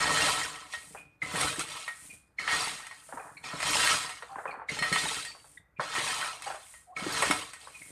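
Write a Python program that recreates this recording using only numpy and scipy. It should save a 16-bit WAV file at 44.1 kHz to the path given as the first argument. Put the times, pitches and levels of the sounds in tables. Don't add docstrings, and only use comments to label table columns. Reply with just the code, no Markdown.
import sys
import numpy as np
from scipy import signal
from scipy.fft import rfft, irfft
from scipy.io import wavfile

SR = 44100
rng = np.random.default_rng(int(sys.argv[2]) if len(sys.argv) > 2 else 0)


def transcribe(u):
    v = np.clip(np.atleast_2d(u).T, -1, 1)
    q = np.round(v * 32767).astype(np.int16)
    wavfile.write(sys.argv[1], SR, q)


N = 348831
SIZE = 16384
FREQS = np.maximum(np.arange(SIZE // 2 + 1) * SR / SIZE, 1)
AGE = np.arange(SIZE) / SR
TIME = np.arange(N) / SR
CLOCK = np.arange(0, N / SR + .01, .001)

# (edge enters [s], full push [s], build-up [s], hold [s], grit gain at full push [dB],
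# first bite against full push [dB], trend while held [dB/s], fall on lifting [dB/s],
# then gains against the grit: coarse stones [dB], leading pitch of those stones [Hz],
# sand [dB], shifting heap [dB], singing steel [dB])
STROKES = [ (-0.1, 0.215, 0.15, 0.062, -30, -3.5, 20, 68.5, -1.5, 868, -5, -10.5, 8.5),
           (1.227, 1.407, 0.11, 0.044, -33.5, -13.5, -8.5, 90.2, -2, 1105, -1.5, -9, -4),
           (2.395, 2.534, 0.073, 0.11, -32.5, -13.5, -24.5, 76.3, -3, 1172, -4.5, -16, 8),
           (3.443, 3.668, 0.097, 0.24, -31.5, -15, 15.5, 89.3, -3.5, 1060, -5, -14.5, 0),
           (4.695, 4.982, 0.1, 0.21, -33.5, -9.5, -21, 125.5, -8, 1257, -5, -13.5, -5.5),
           (5.807, 5.981, 0.083, 0.29, -34.5, -10.5, -18.5, 103.5, 0, 970, -4.5, -16.5, -0.5),
           (6.97, 7.208, 0.3, 0.12, -34.5, -13.5, 0.5, 102.8, -1, 1040, -3.5, -10.5, -6)]
# (time [s], hold [s], grit gain [dB], fall [dB/s], coarse stones against the grit [dB])
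SLIDES = [(0.727, 0.011, -45.5, 112.5, -10), (1.597, 0.017, -36, 279.5, -7), (1.688, 0.11, -45, 83.5, -3.5),
          (2.833, 0.018, -60.5, 91.5, 3), (6.442, 0.042, -47, 88.5, -3), (7.605, 0.037, -54, 54.5, -5)]
# (frequency [Hz], nominal width [Hz], nominal lift above the rattle [dB])
BLADE_MODES = [(985, 40, 3), (1308, 45, 8), (1873, 36, 12), (2030, 40, 5), (2196, 34, 9), (2458, 48, 7),
               (2605, 60, 6), (2756, 39, 7), (3025, 47, 7), (3154, 64, 9), (3380, 38, 9), (3528, 50, 9),
               (3736, 37, 8), (3884, 34, 10), (3955, 45, 8), (4050, 40, 8), (4123, 46, 10), (4240, 36, 12),
               (4428, 53, 9), (4584, 45, 10), (4745, 54, 8), (4868, 56, 12), (5071, 40, 9), (5243, 32, 11),
               (5340, 38, 13), (5690, 100, 11), (5840, 100, 11), (6290, 140, 8), (6450, 90, 9),
               (6567, 110, 12), (6860, 140, 6), (7120, 170, 9), (7420, 110, 8)]
EDGE_MODES = [(7950, 85, 8), (8110, 110, 5), (8255, 130, 5), (8441, 107, 3), (8710, 120, 4), (8950, 110, 3),
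              (9410, 105, 7), (9715, 115, 6), (10002, 90, 6), (10292, 150, 6), (10540, 120, 4),
              (11143, 195, 6)]
SHAFT_MODES = [(153.8, 57, 6.45), (298.6, 47, 8.7), (453, 50, 8.3), (606.5, 63, 4.9), (744, 24, 6.9)]
# (frequency [Hz], relative level [dB])
SINGING_MODES = [(1311, -8), (1873, 0), (2198, -5), (3030, -11), (4238, -6), (5340, -15)]
# (frequency [Hz], relative level [dB])
GRAVEL_COLOUR = [(25, -37), (70, -14), (370, -22), (600, -5.5), (1100, 5), (1600, 2.5), (2000, 9),
                 (2400, 0), (4500, -7), (6050, -13.5), (7700, -5.5), (8400, 4.5), (9200, -3), (13000, -18)]
# (frequency [Hz], relative spectral level [dB per Hz])
AIR_COLOUR = [(25, -19), (60, 4), (180, -8.5), (400, -15.5), (1500, -16), (2400, -25), (3200, -40.5),
              (14000, -38.5)]
# (time [s], peak level [dB], treble gain [dB], rattle t60 [s], gain of the ringing steel [dB])
JOLTS = [(0.042, -25, -23, 0.33, -29), (0.413, -21.5, -18, 0.15, -32), (0.556, -32, -7, 0.24, -35),
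         (0.7354, -24.5, -31, 0.14, -27), (1.3567, -22.5, -5, 0.086, -47), (1.4105, -19, 9, 0.12, -40),
         (1.593, -17, 12, 0.021, -48), (1.878, -24.5, -6.5, 0.17, -32), (2.4767, -18, -18, 0.44, -27),
         (2.8667, -31, -2, 0.091, -39), (2.9106, -33.5, -12, 0.18, -34), (3.602, -23.5, -7, 0.17, -31),
         (3.6276, -19, -8, 0.068, -40), (3.8731, -13.5, -23, 0.061, -25), (4.093, -29, -5, 0.22, -33),
         (4.2232, -34, -11, 0.098, -44), (4.789, -21.5, 2, 0.1, 1.5), (4.8237, -17.5, -8.5, 0.51, -9),
         (4.9259, -15.5, -0.5, 0.34, -4), (4.9589, -16, -15, 0.048, -49), (5.2488, -29.5, 2, 0.15, -20),
         (5.9505, -19, -10, 0.45, -32), (6.2118, -26.5, -23, 0.055, -30), (6.421, -28.5, 6, 0.032, -34.5),
         (6.738, -39.5, -3, 0.17, -42), (7.178, -31, 6, .18, -24), (7.222, -15.5, -7.5, 0.094, -24),
         (7.309, -10, -5, 0.023, -51), (7.533, -34, 2, 0.17, -41)]
# (time [s], hold [s], hiss level [dB], hiss fall [dB/s], low rustle level [dB])
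THROWS = [(0.867, 0.12, -53, 263, -62.5), (2.05, 0.095, -50, 207, -64), (3.094, 0.46, -54, 56, -65.5),
          (4.41, 0.1, -61, 195, -64), (5.49, 0.079, -58.5, 366.5, -69.5), (6.703, 0.083, -52.5, 171, -80),
          (7.85, 0.1, -51, 200, -60)]
# (time [s], peak level [dB], pitch [Hz])
KNOCKS = [(0.948, -33, 793), (3.089, -39.5, 650), (3.124, -30, 790), (3.172, -28.5, 940),
          (3.199, -33.5, 786), (3.265, -38.5, 1000), (3.532, -29, 670), (4.223, -31, 1404),
          (5.349, -41.5, 1090), (5.443, -45.5, 860), (4.357, -27, 1030), (4.384, -28, 820),
          (4.455, -23, 1040), (4.492, -28.5, 820), (4.528, -31.5, 1055), (4.54, -31.5, 810),
          (4.597, -31.5, 910), (4.618, -32.5, 900), (5.796, -19.5, 1050), (6.468, -28.5, 795),
          (6.502, -26, 775), (6.544, -31, 650), (7.223, -17, 1160), (7.672, -36.5, 1090)]
# (frequency [Hz], relative level [dB])
SAND_COLOUR = [(300, -20), (1000, -16.5), (2200, -7.5), (4000, -11.5), (6000, -6), (7500, 0), (9200, 5),
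               (11000, -5), (14000, -9.5)]
# (time [s], peak level [dB], nominal contact pitch [Hz],
# ring gain [dB], ring t60 [s], overtone gain [dB], contact time [s])
CLINKS = [(0.963, -41, 2430, -7, 0.34, -43, 0.0083), (1.217, -21.5, 2054, -16, 0.25, -32.5, 0.0039),
          (2.095, -40.5, 2380, -13, 0.29, -22, 0.013), (2.384, -23.5, 2070, -16, 0.12, -48, 0.0038),
          (3.195, -44, 2386, -19, 0.36, -44, 0.0033), (3.367, -38.5, 2224, -22, .22, -18.5, 0.0066),
          (3.439, -35, 2390, -22, 0.46, -32, 0.0035), (4.4723, -35, 2466, -1, 0.18, -50, 0.0059),
          (4.507, -36, 2305, -16, 0.12, -19, 0.005), (4.686, -23.5, 2106, -16.5, 0.14, -30, 0.0039),
          (5.268, -39, 4590, 2, 0.35, -45, 0.0087), (5.572, -37.5, 1914, -39.5, 0.089, -24, 0.0035),
          (5.761, -47, 2350, -18, 0.26, -44, 0.012), (6.963, -28, 2190, -18, 0.39, -42, 0.0033),
          (7.738, -40, 2425, -13, 0.36, -35, 0.013), (7.816, -37.5, 2143, -26, 0.59, -45, 0.0037)]
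# (time [s], peak level [dB], pitch [Hz])
THUDS = [(1.34, -31.5, 157), (1.583, -31, 327), (2.128, -53, 156), (2.751, -47, 147), (3.536, -34, 153),
         (3.138, -42, 266), (3.669, -45.5, 202), (4.362, -46, 288), (4.49, -52, 285), (4.573, -48.5, 260),
         (4.716, -34.5, 154), (4.814, -33.5, 174), (4.917, -29, 147), (5.038, -35.5, 159),
         (5.788, -37, 144), (5.981, -33, 119), (7.021, -34.5, 187), (7.064, -24.5, 310), (7.3, -21.5, 295)]
# (time [s], peak level [dB], mean pitch [Hz], length [s])
SQUEAKS = [(3.086, -56, 658, 0.045), (4.29, -42, 785, 0.077), (6.46, -31, 807, 0.029),
           (6.866, -48, 734, 0.1), (6.92, -52, 1100, 0.025)]
# (time [s], hold [s], level [dB])
ROLLS = [(3.153, 0.15, -53), (4.3, 0.3, -52), (6.45, 0.037, -53)]

ENTRY_DB_PER_S = 1594.5
FILL_S = 0.17
BARE_STONES_DB, BARE_SAND_DB, BARE_HEAP_DB = 2.5, -4, 7
MUFFLE_DB = -23.5
SLIDE_RISE_DB_PER_S = 510
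SLIDE_SAND_DB, SLIDE_HEAP_DB = -4, -15.5
JUDDER_DB, JUDDER_PER_S = 0.65, 14
CLACK_DB = -4.5
AIR_DB = -69.5
THROW_RISE_DB_PER_S, THROW_SAG_DB_PER_S, RUSTLE_FALL_DB_PER_S = 60.5, 32, 59
ROLL_RISE_DB_PER_S, ROLL_FALL_DB_PER_S = 400, 106.5
TOP_HZ = 14100


def undb(db):
    return 10 ** (np.asarray(db) / 20)


def unit(x):
    return x / np.sqrt(np.mean(x ** 2))


def fade(t60):
    return np.exp(-np.log(1000) * AGE / max(t60, .002))


def band(x, lo_hz, hi_hz, order=4):
    edges = [lo_hz, min(hi_hz, SR / 2 - 1)]
    return signal.sosfilt(signal.butter(order, edges, "band", fs=SR, output="sos"), x)


def colour(points):
    hz, db = np.transpose(points)
    return undb(np.interp(np.log(FREQS), np.log(hz), db))


def through(x, gain):
    cepstrum = irfft(np.log(gain))
    cepstrum[1:SIZE // 2] *= 2
    cepstrum[SIZE // 2 + 1:] = 0
    response = irfft(np.exp(rfft(cepstrum)))
    return signal.fftconvolve(x, response)[:len(x)]


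def add(track, s, sound, db):
    i = max(int(s * SR), 0)
    track[i:i + SIZE] += (sound * undb(db) / np.abs(sound).max())[:N - i]


def wander(per_s):
    return np.interp(TIME * per_s, np.arange(SIZE), rng.standard_normal(SIZE))


def per_sample(curve):
    return np.interp(TIME, CLOCK, curve)


def swell_db(s, hold_s, rise, fall, sag=0):
    age = CLOCK - s
    attack = -rise * np.maximum(-age, 0)
    hold = -sag * np.clip(age, 0, hold_s)
    release = -fall * np.maximum(age - hold_s, 0)
    return attack + hold + release


def collisions(rate, spread_db, crumble_s, dust=0.05):
    hit = rng.random(N) < rate / SR
    size = undb(spread_db * np.minimum(rng.exponential(size=N), 4))
    energy = hit * size ** 2 / np.mean(size ** 2) * SR / rate
    keep = np.exp(-1 / (crumble_s * SR))
    power = signal.lfilter([1 - keep], [1, -keep], energy + abs(dust))
    return np.sqrt(power) * rng.standard_normal(N)


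def shovel_gain(sharpness=1.15):
    hz, width, db = np.vstack([SHAFT_MODES, BLADE_MODES, EDGE_MODES]).T[:, :, None]
    detuning = 2 * (FREQS - hz) / width
    peaks = 2 * (undb(db) ** 2 - 1) / (1 + sharpness * detuning ** 2) ** 2
    return colour(GRAVEL_COLOUR) * np.sqrt(np.maximum(1 + peaks.sum(0), .1))


def effort():
    power = 0
    for (entry_s, full_s, build_s, hold_s, db, bite_db, trend, fall,
         stones_db, _, sand_db, heap_db, steel_db) in STROKES:
        slack = np.clip((full_s - CLOCK) / build_s, 0, 1)
        push = swell_db(full_s, hold_s, 0, fall, -trend)
        entry = swell_db(entry_s, 0, ENTRY_DB_PER_S, 0)
        grit = db + bite_db * slack + push + entry
        covered_s = full_s + FILL_S
        bare = np.clip((covered_s - CLOCK) / (covered_s - entry_s), 0, 1)
        layers = [grit,
                  grit + stones_db + BARE_STONES_DB * bare,
                  grit + sand_db + BARE_SAND_DB * bare,
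                  grit + heap_db + BARE_HEAP_DB * bare,
                  grit + steel_db + MUFFLE_DB * (1 - bare)]
        power = power + undb(layers) ** 2
    for s, hold_s, db, fall, stones_db in SLIDES:
        slide = undb(db + swell_db(s, hold_s, SLIDE_RISE_DB_PER_S, fall))
        balance = undb([0, stones_db, SLIDE_SAND_DB, SLIDE_HEAP_DB, MUFFLE_DB])
        power = power + np.outer(balance, slide) ** 2
    gains = np.array([per_sample(gain) for gain in np.sqrt(power)])
    return gains * undb(JUDDER_DB * wander(JUDDER_PER_S))


def shifting(turnover=22, narrow=1.0):
    out = 0
    for hz, width, db in BLADE_MODES:
        if hz > 2400:
            swell = wander(turnover)
            push = rng.standard_normal(N) * undb(4.5 * swell)
            mode = signal.lfilter(*signal.iirpeak(hz, hz / (narrow * width), fs=SR), push)
            out = out + undb(db) * np.interp(hz, FREQS, colour(GRAVEL_COLOUR)) * mode
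    return unit(out)


def tumbling(rate, lead_hz, sway_db=3.5, turnover=35, focus_db=5, count=7):
    edges, out = np.geomspace(400, 1800, count + 1), 0
    for lo_hz, hi_hz in zip(edges, edges[1:]):
        octaves = np.log2(np.sqrt(lo_hz * hi_hz) / lead_hz)
        db = sway_db * wander(turnover) - focus_db * octaves ** 2
        out = out + undb(db) * band(collisions(rate, 1.9, 0.0005), lo_hz, hi_hz, order=2)
    return band(out, 370, 2050)


def steel(t60):
    hz, db = np.transpose(SINGING_MODES)
    return undb(db) @ np.sin(2 * np.pi * hz[:, None] * AGE) * fade(t60)


def singing(flow, t60=0.1):
    return unit(signal.fftconvolve(collisions(900 * flow, 0.93, 0.000089), steel(t60))[:N])


def clacks(lo_hz=850, hi_hz=5500, t60=0.055, spread_db=3.5, count=800, size=3000):
    out, age = np.zeros(N + size), AGE[:size]
    for when, pitch, strength, shape in rng.random((count, 4)):
        hz, i = lo_hz * (hi_hz / lo_hz) ** pitch, int(when * N)
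        ring = np.sin(2 * np.pi * hz * age)
        ring = ring + .5 * np.sin(2 * np.pi * hz * (1.3 + shape) * age)
        level = undb(-spread_db * np.log(max(strength, .05)))
        out[i:i + size] += level * ring * np.exp(-np.log(1000) * age / t60)
    return unit(out[:N])


def digging(shovel):
    grit_gain, stones_gain, sand_gain, heap_gain, steel_gain = effort()
    flow = 0.3 + (grit_gain / undb(-33.0)) ** 0.42
    grit = through(collisions(1200 * flow, 2.7, 0.00041), shovel)
    grit = unit(band(grit, 2235, 6970, order=6))
    grit = np.sqrt(.7) * grit + np.sqrt(.22) * shifting()
    entry_s, *_, stones_hz, _, _, _ = np.transpose(STROKES)
    lead_hz = stones_hz[np.searchsorted(entry_s[1:], TIME)]
    stones = unit(through(tumbling(500 * flow, lead_hz), shovel))
    heap = unit(band(through(collisions(300 * flow, 2.7, 0.003), shovel), 38, 447))
    sand = through(collisions(2500 * (.5 + flow), 2.2, .0007), shovel)
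    sand = unit(band(sand, 7700, 16000, order=6))
    mid = grit_gain * grit + stones_gain * stones + heap_gain * heap + sand_gain * sand
    mid = mid + steel_gain * singing(flow) + undb(CLACK_DB) * grit_gain * clacks()
    spray = through(collisions(4000 * flow, 2.2, .001), shovel ** .75)
    spray = unit(band(spray, 8000, 13500, order=4))
    return mid, undb(-12.5) * sand_gain * spray


def air():
    return undb(AIR_DB) * unit(through(rng.standard_normal(N), colour(AIR_COLOUR)))


def jolts(shovel, contact_s=0.00069, crack_t60=0.02):
    out = np.zeros(N)
    for s, db, treble_db, t60, ring_db in JOLTS:
        decay = fade(crack_t60) + 0.57 * fade(t60)
        push = rng.standard_normal(SIZE) * decay * (1 - np.exp(-AGE / contact_s))
        body = band(push, 400, 3550, order=2)
        treble = undb(treble_db) * band(push, 3000, 15000, order=1)
        crack = through(body + treble, shovel)
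        add(out, s, crack / np.abs(crack).max() + undb(ring_db) * steel(0.21), db)
    return out


def throws(shovel, side_db=-13):
    hiss, swing = 0, 0
    for s, hold_s, hiss_db, fall, rustle_db in THROWS:
        hiss_curve = swell_db(s, hold_s, THROW_RISE_DB_PER_S, fall, THROW_SAG_DB_PER_S)
        swing_curve = swell_db(s, hold_s, THROW_RISE_DB_PER_S, RUSTLE_FALL_DB_PER_S)
        hiss = hiss + undb(hiss_db + hiss_curve)
        swing = swing + undb(rustle_db + swing_curve)
    hiss, swing = per_sample(hiss), per_sample(swing)
    tint = colour(SAND_COLOUR) * shovel ** .25
    sand, spray = (through(collisions(2500, 1.6, 0.0013), tint) for _ in range(2))
    rustle = unit(band(through(collisions(120, 4, .004), shovel), 70, 320, order=3))
    mid = hiss * unit(sand) + swing * rustle
    return mid, undb(side_db) * hiss * unit(band(spray, 7000, 14000))


def knocks():
    out = np.zeros(N)
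    for s, db, hz in KNOCKS:
        settle = rng.standard_normal(SIZE) * (fade(0.0029) + 0.64 * fade(0.19))
        knock = np.sin(2 * np.pi * hz * AGE) * fade(0.039) + 2.5 * settle
        add(out, s, band(knock, 442, 1670), db)
    return out


def clinks(reach_hz=130, overtone=1.87, ping_life=8, sag=0.09, rough=0.35):
    out = np.zeros(N)
    mode_hz = np.transpose(BLADE_MODES)[0]
    for s, db, hz, ring_db, t60, overtone_db, contact_s in CLINKS:
        share = 1 / (1 + ((mode_hz - hz) / reach_hz) ** 2) ** 2
        turns = mode_hz[:, None] * AGE + rng.random((len(mode_hz), 1))
        ring = share / share.max() @ np.sin(2 * np.pi * turns)
        ring = ring * (1 + 0.47 * unit(band(rng.standard_normal(SIZE), 11, 80, order=1)))
        crunch = unit(band(rng.standard_normal(SIZE), 0.86 * hz, 1.14 * hz, order=3))
        pitch = hz * (0.97 + sag * fade(2 * ping_life * contact_s))
        ping = np.sin(2 * np.pi * np.cumsum(pitch) / SR) + rough * crunch
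        ping = ping * fade(ping_life * contact_s)
        upper_hz = hz * overtone
        upper = unit(band(rng.standard_normal(SIZE), .96 * upper_hz, 1.04 * upper_hz, order=2))
        upper = undb(overtone_db) * upper * fade(0.088)
        onset = np.tanh(AGE / contact_s) ** 2
        add(out, s, (ping + upper + undb(ring_db) * ring * fade(t60)) * onset, db)
    return out


def thuds():
    out = np.zeros(N)
    for s, db, hz in THUDS:
        thud = np.sin(2 * np.pi * hz * AGE) * fade(0.064)
        thud = thud + 3.0 * rng.standard_normal(SIZE) * fade(0.093)
        add(out, s, band(thud, 140, 480, order=2), db)
    return out


def squeaks(waver=0.052):
    out = np.zeros(N)
    for s, db, hz, length in SQUEAKS:
        pitch = hz * (1 + waver * unit(band(rng.standard_normal(SIZE), 8.1, 120, order=1)))
        swell = np.sin(np.pi * np.minimum(AGE / length, 1))
        add(out, s, np.sin(2 * np.pi * np.cumsum(pitch) / SR) * swell, db)
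    return out


def rolls(rate=250, lead_hz=850):
    gain = 0
    for s, hold_s, db in ROLLS:
        gain = gain + undb(db + swell_db(s, hold_s, ROLL_RISE_DB_PER_S, ROLL_FALL_DB_PER_S))
    return per_sample(gain) * unit(through(tumbling(rate, lead_hz), colour(GRAVEL_COLOUR)))


def walls(x, t60=0.37, gap_s=0.015, wet_db=-15):
    tail = band(rng.standard_normal(SIZE), 160, 11000, order=1) * fade(t60) * (AGE > gap_s)
    return x + undb(wet_db) * signal.fftconvolve(x, tail / np.linalg.norm(tail))[:N]


def scene():
    shovel = shovel_gain()
    scrape, scrape_side = digging(shovel)
    hiss, hiss_side = throws(shovel)
    impacts = jolts(shovel) + knocks() + clinks() + thuds() + squeaks()
    mid = scrape + air() + hiss + rolls() + walls(impacts)
    side = scrape_side + hiss_side
    return np.array([mid + side, mid - side])


def record(dry):
    return signal.sosfilt(signal.ellip(10, .2, 80, TOP_HZ, fs=SR, output="sos"), dry)


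dry = scene()
out = record(dry)
transcribe(out)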